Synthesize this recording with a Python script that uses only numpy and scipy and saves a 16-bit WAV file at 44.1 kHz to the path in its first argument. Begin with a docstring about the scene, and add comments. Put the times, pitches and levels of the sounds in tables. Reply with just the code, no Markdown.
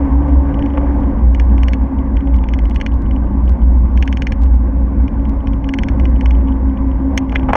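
"""A droning, rumbling bicycle ride over rough asphalt, heard from a small camera in a closed housing.
Noise shaped by frame resonances gives rumble and drone; noisy sines hum for mount (near 60 Hz), tyre, tube.
A loose part chatters about twenty times a second in bursts, and knocks sound early on and at the end:
both ring housing modes with rough contacts. Thin crackles are short jumps; a limiter pulls peaks down."""
import sys
import numpy as np
from scipy import signal
from scipy.io import wavfile
from scipy.ndimage import uniform_filter1d

SR = 44100
rng = np.random.default_rng(int(sys.argv[2]) if len(sys.argv) > 2 else 0)


def invert_db(x):
    """Field ratio 10**(x/20) for x, a level in decibels (scalar or array-like)."""
    u = np.asarray(x, float) / 20
    return 10 ** u


def digitize_waveform(pressure):
    """Quantize a signal to 16-bit integers and store it at the path in sys.argv[1].

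    Rows of a 2-D input are taken as channels; values are limited to [-1, 1].
    """
    field = np.atleast_2d(pressure).T
    bounded = np.clip(field, -1, 1)
    quanta = np.round(bounded * 32767).astype(np.int16)
    wavfile.write(sys.argv[1], SR, quanta)


N = 333396

# coarseness of the asphalt: t/s, drone level/dB, rumble level/dB
ASPHALT = [(0.0, -27.5, -18), (.3, -28, -22.5), (0.62, -27.5, -20), (1.0, -29, -18.5), (1.5, -30.5, -17.5),
           (2.0, -31.5, -20.5), (2.7, -33.5, -20.5), (3.69, -32.5, -18.5), (4.54, -34, -21),
           (5.04, -33, -19), (5.46, -33.5, -21), (5.93, -31.5, -16), (6.33, -32, -20.5), (6.8, -32, -20),
           (7.45, -30.5, -20)]
LOW_TOP_HZ, MIDDLE_TOP_HZ = 1300, 3900  # borders of the low, middle and upper housing modes
TICK_HARD_HZ, TICK_THIN_HZ = 4200, 1400  # low-pass of the contact, low edge of the middle modes


def evened(x):
    """Scales to rms 1."""
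    return x / np.sqrt(np.mean(x ** 2) + 1e-20)


def curve(rows, column):
    """One column of a table at every sample."""
    rows = np.array(rows)
    return np.interp(np.arange(N) / SR, rows[:, 0], rows[:, column])


def filtered(x, order, hz, kind="low"):
    """Butterworth filter."""
    return signal.sosfilt(signal.butter(order, hz, kind, fs=SR, output="sos"), x)


def resonate(x, hz, width_hz):
    """Resonance along the curve hz: shifts it down to zero, smooths twice, shifts back."""
    turn = np.exp(2j * np.pi * np.cumsum(hz) / SR)
    r = np.exp(-np.pi * width_hz / SR)
    smooth = signal.lfilter([(1 - r) ** 2], [1, -2 * r, r * r], x / turn)
    return 2 * (turn * smooth).real


def shaken(points, patchy_db, flicker_db):
    """Random short-time spectra: a broad colour, the frame's peaks, drifting patches, shared flicker."""
    # frame resonances that the road keeps ringing: f/Hz, width/Hz, nominal rise over the colour/dB
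    frame_modes = [(141, 2, 5.5), (209.2, 28, 13.5), (338, 33, 7.5), (528.5, 35, 10.5), (566, 56, 4.5),
                   (872, 100, 6.5), (996, 410, 6), (1553, 350, 10.5), (2020, 560, 7.5), (2950, 150, -15.5),
                   (4250, 120, 0.5), (4730, 220, 5.5), (5500, 380, 6.5), (6260, 120, 5.5), (8100, 300, 5.5),
                   (11100, 860, 4.5)]
    frames, hz = N // 512 + 6, np.fft.rfftfreq(2048, 1 / SR)
    real, imag, patches = rng.standard_normal((frames, 1025, 3)).T
    patches = evened(uniform_filter1d(uniform_filter1d(patches, 16, 0), 6, 1))
    flicker = evened(uniform_filter1d(rng.standard_normal(frames), 3))
    f, db = np.transpose(points)
    broad = invert_db(np.interp(np.log(hz + 1), np.log(f + 1), db))
    peaks = sum((invert_db(up_db) ** 2 - 1) / (1 + (2 * (hz - mid_hz) / width_hz) ** 2) ** 2
                for mid_hz, width_hz, up_db in frame_modes)
    colour = broad * np.sqrt(1 + np.maximum(peaks, 0))
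    z = (real + 1j * imag) * colour[:, None] * invert_db(patchy_db * patches + flicker_db * flicker)
    return evened(signal.istft(z, nperseg=2048, noverlap=1536)[1][:N])


def ringing(rows, width_hz, rough):
    """A mode kept swinging by the road: steady swing plus narrow noise, rough = noise share of power."""
    hz = curve(rows, 2)
    swing = np.sqrt(2) * np.sin(2 * np.pi * (np.cumsum(hz) / SR + rng.random()))
    fuzz = evened(resonate(rng.standard_normal(N), hz, width_hz))
    return invert_db(curve(rows, 1)) * (np.sqrt(1 - rough) * swing + np.sqrt(rough) * fuzz)


def treble_hiss():
    """Faint high-passed white noise that fades."""
    # white noise ahead of the filter: t/s, level/dB
    hiss_rows = [(0, -77.5), (.4, -78.5), (.8, -90.5), (7.56, -106)]
    return invert_db(curve(hiss_rows, 1)) * filtered(rng.standard_normal(N), 4, 6500, "high")


def rumble():
    """Low noise of wind and road through the housing, its level following the asphalt."""
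    # broad colour: f/Hz, relative level/dB
    rumble_colour = [(10, -22), (30, -14.5), (46, 5.5), (90, -5), (170, -12.5), (300, -12), (380, -29.5),
                     (500, -54), (20000, -86)]
    return invert_db(curve(ASPHALT, 2)) * shaken(rumble_colour, patchy_db=1.0, flicker_db=1.0)


def housing_drone():
    """Mid-range noise of the droning housing, its level following the asphalt."""
    # broad colour: f/Hz, relative level/dB
    drone_colour = [(100, -28.5), (350, -1.5), (700, -5.5), (1150, -10), (1300, -22.5), (2300, -29),
                    (3300, -37), (3900, -50), (6500, -53.5), (9000, -72), (12000, -86), (15000, -100),
                    (16500, -110)]
    return invert_db(curve(ASPHALT, 1)) * shaken(drone_colour, patchy_db=1.31, flicker_db=0.7)


def tube_hum():
    """A frame tube that hums on the first stretch."""
    # t/s, level/dB, f/Hz
    tube_rows = [(0, -28, 137.5), (.3, -28.5, 141.4), (.55, -25.5, 143.3), (.75, -56.5, 140.4),
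                 (7.56, -54.5, 141)]
    return ringing(tube_rows, 9, rough=0.046)


def tyre_hum():
    """The tyre's air ring: two modes, split where the tyre is flattened on the road."""
    # upper twin: t/s, level/dB, f/Hz
    upper_twin = [(0.0, -17, 280.3), (0.1, -26, 277.1), (0.21, -19.5, 286.3), (0.55, -21.5, 277.2),
                  (0.59, -15, 280.8), (0.97, -24.5, 285.5), (1.35, -27.5, 273.2), (2.32, -26, 274.6),
                  (2.42, -35.5, 277.7), (2.57, -27, 271.0), (2.72, -33, 275.3), (3.43, -29, 275.2),
                  (3.47, -40, 279.6), (3.64, -35, 276.1), (3.81, -39.5, 271.0), (4.1, -25.5, 271.0),
                  (4.21, -36, 273.1), (4.29, -29, 281.5), (4.53, -32, 271.0), (4.61, -30.5, 281.3),
                  (5.01, -29.5, 271.3), (5.03, -21, 273.9), (5.12, -36.5, 286.3), (5.18, -25, 274.0),
                  (6.34, -28.5, 273.0), (6.5, -20, 271.0), (6.95, -34, 271.1), (7.03, -18.5, 271.3),
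                  (7.52, -38, 271.3), (7.56, -45.5, 271.0)]
    # lower twin: t/s, level/dB, f/Hz
    lower_twin = [(0.0, -31, 268.3), (0.12, -22.5, 269.4), (0.23, -36.5, 260.9), (0.31, -23, 265.4),
                  (0.44, -23.5, 258.3), (0.59, -30, 269.9), (0.99, -23.5, 262.3), (1.22, -27, 270.5),
                  (1.62, -25, 269.2), (2.04, -24.5, 256.9), (2.27, -29, 270.2), (2.38, -28.5, 260.4),
                  (3.09, -31.5, 261.1), (3.16, -16, 259.8), (3.24, -36, 257.4), (3.41, -27.5, 269.5),
                  (3.56, -39, 267.3), (3.77, -25, 259.4), (3.79, -35, 256.2), (4.02, -29.5, 267.7),
                  (4.63, -32, 256.5), (4.95, -31.5, 270.2), (5.03, -19, 260.6), (5.1, -35, 265.1),
                  (5.62, -27.5, 269.9), (6.3, -28.5, 259.7), (6.46, -22, 266), (7.43, -22.5, 265.1),
                  (7.5, -18.5, 260), (7.56, -36.5, 266)]
    return ringing(upper_twin, 20, rough=0.13) + ringing(lower_twin, 20, rough=0.22)


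def mount_bounce():
    """The mount bouncing on the bars near 60 Hz."""
    # t/s, level/dB, f/Hz
    bounce_rows = [(0.0, -17.5, 64.77), (0.19, -11.5, 62.48), (0.27, -18.5, 69.2), (0.34, -9, 65.18),
                   (0.46, -11.5, 64.95), (0.51, -19.5, 65.2), (0.61, -11, 61.69), (0.71, -21, 66.65),
                   (0.99, -11.5, 60.44), (1.05, -7.5, 60.78), (1.14, -26, 57), (1.26, -6, 59.11),
                   (1.47, -11.5, 60.23), (1.83, -11, 59.98), (1.91, -30, 63.26), (2.0, -12, 64.1),
                   (2.04, -22, 63.35), (2.17, -5, 59.55), (2.23, -23, 60.3), (2.3, -8.5, 60.26),
                   (2.36, -6, 57.74), (2.44, -19, 56.12), (2.63, -9, 56.78), (2.76, -6.5, 58.64),
                   (2.84, -24.5, 58.82), (2.92, -10, 58.68), (3.18, -17.5, 58.61), (3.54, -8.5, 61.28),
                   (3.58, -26.5, 60.7), (3.64, -6.5, 59.8), (3.85, -10.5, 59.58), (3.92, -19.5, 61.73),
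                   (3.98, -6.5, 61.25), (4.27, -20, 61.02), (4.29, -9, 60), (4.55, -6.5, 59.9),
                   (4.63, -15.5, 59), (4.88, -12.5, 58.93), (4.93, -25, 58.2), (4.99, -8, 59.7),
                   (5.05, -10, 61.54), (5.12, -34, 62.9), (5.18, -7.5, 59.5), (5.24, -19, 58.1),
                   (5.28, -9.5, 58.83), (5.43, -16, 58.33), (5.66, -14.5, 54.56), (5.75, -34, 53.9),
                   (5.81, -16, 54.9), (5.89, -16.5, 62.3), (5.94, -11, 61.4), (6.38, -12, 58.7),
                   (6.65, -13, 61.47), (6.78, -21.5, 59.7), (6.95, -10.5, 59.3), (6.99, -17, 60),
                   (7.14, -16.5, 67.7), (7.22, -24, 60.3), (7.37, -16, 59.4), (7.56, -24, 62.9)]
    return ringing(bounce_rows, 20, rough=0.21)


def crackles():
    """Each crackle is a sudden jump of either sign that falls back at once."""
    # t/s, peak level in the treble band/dB
    crackle_rows = [(0.2844, -58), (1.0017, -61), (1.007, -61.5), (1.3442, -58), (1.4508, -59.5),
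                    (1.7063, -61), (2.3552, -54.0), (2.3642, -49.5), (2.589, -56), (2.5946, -65),
                    (2.655, -58.5), (2.685, -62), (2.6983, -46.5), (2.7082, -61), (2.747, -49.5),
                    (2.754, -53), (2.7708, -59), (2.941, -52.5), (3.021, -53.5), (3.4583, -57.5),
                    (3.4947, -46), (3.5169, -58), (3.9676, -58), (4.0071, -57.0), (4.0317, -52),
                    (4.0556, -56), (4.0588, -59), (4.0738, -61.0), (4.3117, -60), (4.3225, -49.5),
                    (4.4206, -50), (4.424, -55.5), (4.4268, -61.5), (4.4356, -46), (4.4434, -56),
                    (4.5066, -66), (4.5416, -59), (4.5488, -58), (4.5544, -59), (4.5584, -57.0),
                    (5.2949, -50), (5.6934, -60), (6.1015, -56.5), (6.3702, -59.5)]
    fall_s, top_hz, treble_hz = 0.0003, 7000, (6800, 12000)
    jump = filtered(np.exp(-np.arange(200) / SR / fall_s), 2, top_hz)
    envelope = abs(signal.hilbert(filtered(jump, 2, treble_hz, "band")))
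    jump /= uniform_filter1d(envelope, size=44).max()  # peak averaged over 1 ms
    s, db = np.transpose(crackle_rows)
    train = np.zeros(N)
    train[(s * SR).astype(int)] = invert_db(db) * rng.choice([-1, 1], len(s))
    return signal.oaconvolve(train, jump)[:N]


def blows(rows, touch):
    """A sharp touch and short rough contact ring low, middle and upper housing modes; dry cracks join in.

    rows: t/s, middle-mode level/dB, upper and low modes re middle/dB, contact decay/s,
    contact low-pass/Hz, low edge of middle modes/Hz. touch: first touch over grit rms.
    """
    # what a blow on the housing rings with: f/Hz, level within its group/dB, t60/s
    housing_modes = [(340, -6, 0.014), (428, -8, 0.017), (540, 0, 0.016), (690, -7.5, 0.015),
                     (840, 3.5, 0.017), (980, -1, 0.0083), (1170, -3.5, 0.016), (1445, -5.5, 0.02),
                     (1681, 2, 0.019), (1850, -8, 0.028), (2047, 2.5, 0.02), (2200, 1, 0.016),
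                     (2404, 1, 0.018), (2640, -11, 0.025), (2780, -5.5, 0.019), (2954, -0.5, 0.018),
                     (3068, -2.5, 0.015), (3250, -5, 0.012), (3400, -8.5, .016), (3490, -17, 0.023),
                     (4300, -8.5, 0.026), (4610, -17.5, 0.021), (4800, -15, 0.026), (5270, -8.5, 0.02),
                     (5460, -4.5, 0.024), (5664, -5.5, 0.019), (5960, -7.5, 0.015), (6390, -3, 0.022),
                     (6850, -15, 0.021), (7200, -19.5, 0.012), (8056, -2, 0.01), (8710, -11, 0.011),
                     (9600, -23.5, 0.0076), (11000, -20.5, 0.011), (10200, -21, .008), (11500, -18.5, .008),
                     (12100, -17.5, .008), (12700, -16.5, .012), (13200, -16.5, .007), (13900, -13.5, .008),
                     (14500, -19, .01)]
    rise_s, crack_decay_s = 0.00066, 0.0052
    crack_bands_hz = (450, 1400), (2000, 3300), (5130, 6760)
    crack_db = np.array([[-10.5], [-13.5], [-12.5]])  # re low, middle, upper modes
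    t, out = np.arange(3000) / SR, np.zeros(N + 4000)
    short_t = t[:800]

    rings = np.zeros((3, 3000))
    for k, (hz, db, t60) in enumerate(housing_modes):
        group = int(hz > LOW_TOP_HZ) + int(hz > MIDDLE_TOP_HZ)
        rings[group] += (-1) ** k * invert_db(db - 60 * t / t60) * np.sin(2 * np.pi * hz * t)
    rings *= (1 - np.exp(-t / rise_s)) ** 2  # the blow spreads through the shell before it rings fully

    grit = rng.standard_normal((len(rows), 800))
    noise = rng.standard_normal((len(rows), 800))
    cracks = np.stack([filtered(noise, 4, band, "band") for band in crack_bands_hz], axis=1)
    cracks *= (1 - np.exp(-short_t / rise_s)) * np.exp(-short_t / crack_decay_s)

    for row, push, crack in zip(rows, grit, cracks):
        s, db, high_db, low_db, contact_s, hard_hz, thin_hz = row
        push = push * np.exp(-short_t / contact_s)
        push[0] = touch  # the first touch is alike every time
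        push = filtered(push, 2, hard_hz)  # a softer blow drives high modes less
        parts = signal.fftconvolve(rings, push[None], axes=1)
        parts[1] = filtered(parts[1], 3, min(thin_hz, MIDDLE_TOP_HZ), "high")
        parts /= abs(parts).max(1, keepdims=True)
        parts[:, :800] += invert_db(crack_db) * crack / abs(crack).max(1, keepdims=True)
        low, middle, upper = parts
        sound = invert_db(db) * (invert_db(low_db) * low + middle + invert_db(high_db) * upper)
        start = round(s * SR)
        out[start:][:len(sound)] += sound[:len(out) - start]
    return out[:N]


def faint_ticks():
    """Rows for light touches of the loose part at random moments, levels exponentially spread in dB."""
    per_s, floor_db, mean_rise_db = 9, -48.5, 3
    when, size = rng.random((round(per_s * N / SR), 2)).T
    return [(s * N / SR, floor_db - mean_rise_db * np.log(1 - u), -27, -2.5, 0.002, TICK_HARD_HZ, TICK_THIN_HZ)
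            for s, u in zip(when, size)]


def chatter():
    """The loose part's ticks: lighter ones are thinner and ring the upper modes less."""
    # t/s, middle-mode level/dB
    tick_rows = [(.227, -41), (0.293, -40), (.391, -41), (0.5404, -28.5), (0.5896, -29.5), (0.622, -26.5),
                 (0.6588, -25), (0.7, -38), (0.735, -35), (.748, -39), (.8155, -44.5), (1.0187, -45),
                 (1.031, -38), (1.039, -41), (1.346, -17), (1.3964, -14.5), (1.578, -24), (1.6311, -17),
                 (1.6816, -14), (1.732, -14), (1.986, -35), (2.167, -23.5), (2.2049, -32), (2.271, -31.5),
                 (2.34, -29), (2.384, -34), (2.4367, -26), (2.4855, -21), (2.5352, -17), (2.587, -20.5),
                 (2.652, -26.5), (2.708, -27.5), (2.7583, -17.5), (2.799, -25), (2.811, -13), (2.8618, -13),
                 (2.917, -38), (3.059, -40), (3.1085, -28), (3.1607, -31), (3.476, -32.5), (3.617, -43),
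                 (3.973, -19), (4.0235, -12), (4.075, -14), (4.125, -15.5), (4.1695, -17.5),
                 (4.2192, -11.5), (4.268, -11), (4.3196, -15.5), (5.078, -25.5), (5.2508, -31),
                 (5.403, -42), (5.47, -23.5), (5.531, -29), (5.641, -26), (5.6881, -17.5), (5.7362, -12.5),
                 (5.7853, -12.5), (5.8328, -14.5), (5.884, -15.5), (5.996, -22.5), (6.052, -21),
                 (6.159, -34), (6.208, -20), (6.2566, -17), (6.3063, -20), (6.348, -34), (6.4093, -41),
                 (6.472, -36), (6.4823, -31), (6.52, -37.5), (6.694, -38.5), (6.772, -34), (6.9124, -36),
                 (7.293, -26), (7.3197, -23), (7.393, -28), (7.429, -31)]
    firm_db, bright_db, low_db, contact_s = -15.5, -18, -15, 0.0028
    dulling_db_per_db, thinning_hz_per_db = 0.38, 89.5
    ticks = []
    for s, db in tick_rows:
        lighter_db = max(firm_db - db, 0)
        high_db = bright_db - dulling_db_per_db * lighter_db
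        thin_hz = TICK_THIN_HZ + thinning_hz_per_db * lighter_db
        ticks.append((s, db, high_db, low_db, contact_s, TICK_HARD_HZ, thin_hz))
    return blows(ticks + faint_ticks(), touch=14)


def seam_knocks():
    """Knocks over a rough seam: weaker ones touch more briefly, harder contacts lose lows."""
    # t/s, middle-mode level/dB, upper modes re middle/dB, low modes re middle/dB, contact low-pass/Hz
    knock_rows = [(0.7721, -23, -32, 3, 1600), (.7765, -23, -32, 10, 2000), (.782, -34, -29, 8, 1500),
                  (7.1749, -3.5, -11.5, -13, 14400), (7.325, -28.5, -25, 11, 1500),
                  (7.3500, -22, -20, -16, 6000), (7.3538, -15, -28.5, -4, 1800),
                  (7.3563, -3, -34, -18, 2200), (7.3640, -32, -27, -2, 1800), (7.485, -25.5, -33, 13, 1000),
                  (7.4890, -21.5, -32, 13, 1200), (7.4925, -22, -25, 10, 1800),
                  (7.4961, -21, -41, -1, 1400), (7.5010, -26, -32, 16, 1200), (7.5047, -31, -31, 19, 1000),
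                  (7.5075, -38, -30, 7, 1210), (7.5225, -29, -39, 8, 1190), (7.5255, -29, -34, 7, 1800),
                  (7.5310, -8, -40, 7.5, 1290), (7.5340, -12.5, -28, 7, 1500), (7.5385, -26, -28, 12, 1300),
                  (7.5430, -26, -28, 4.5, 1400), (7.5513, -11.5, -25, 11.5, 1213),
                  (7.5548, -10, -17, 3.5, 2950)]
    strong_db, contact_s, shortening_s_per_db, shortest_s = -7.5, 0.0026, 0.1, 0.0002
    soft_hz, thin_hz, thin_share = 1500, 300, 0.12
    knocks = []
    for s, db, high_db, low_db, hard_hz in knock_rows:
        touch_s = max(contact_s - shortening_s_per_db * max(strong_db - db, 0), shortest_s)
        edge_hz = thin_hz + thin_share * max(hard_hz - soft_hz, 0)
        knocks.append((s, db, high_db, low_db, touch_s, hard_hz, edge_hz))
    return blows(knocks, touch=9)


def scene():
    """Sums road, hums, crackles, chatter and knocks into one channel."""
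    road = treble_hiss() + rumble() + housing_drone()
    hums = tube_hum() + tyre_hum() + mount_bounce()
    return (road + hums + crackles() + chatter() + seam_knocks())[None]


def low_pass(x):
    """Removes everything above the highest recorded frequency."""
    return signal.sosfilt(signal.butter(12, 15900, fs=SR, output="sos"), x)


def record(dry):
    """A clocked limiter glides the gain down at tall swings and steps it back up; steps click faintly."""
    checks_per_s, checks_per_recovery = 1500, 4
    limit_db, cut_step_db, recover_step_db = -3.5, 0.16, 0.09
    edges = np.arange(0, N, SR / checks_per_s).astype(int)
    peak_db = 20 * np.log10(np.maximum.reduceat(abs(dry[0]), edges) + 1e-9)
    steps_db, now_db = np.zeros((2, len(edges))), 0.0  # rows: cuts, recoveries
    for k, db in enumerate(peak_db):
        if db + now_db > limit_db:
            steps_db[0, k] = -cut_step_db
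        elif k % checks_per_recovery == 0:
            steps_db[1, k] = min(recover_step_db, -now_db)
        now_db += steps_db[:, k].sum()
    cut_db, back_db = np.repeat(np.cumsum(steps_db, axis=1), np.diff(edges, append=N), axis=1)
    glide_db = uniform_filter1d(uniform_filter1d(cut_db, size=59), size=59)
    held = dry * invert_db(glide_db + uniform_filter1d(back_db, size=3))
    held *= signal.windows.tukey(N, 120 / N)  # soft ends
    return low_pass(np.clip(held, -0.995, 0.995))


dry = scene()
out = record(dry)
digitize_waveform(out)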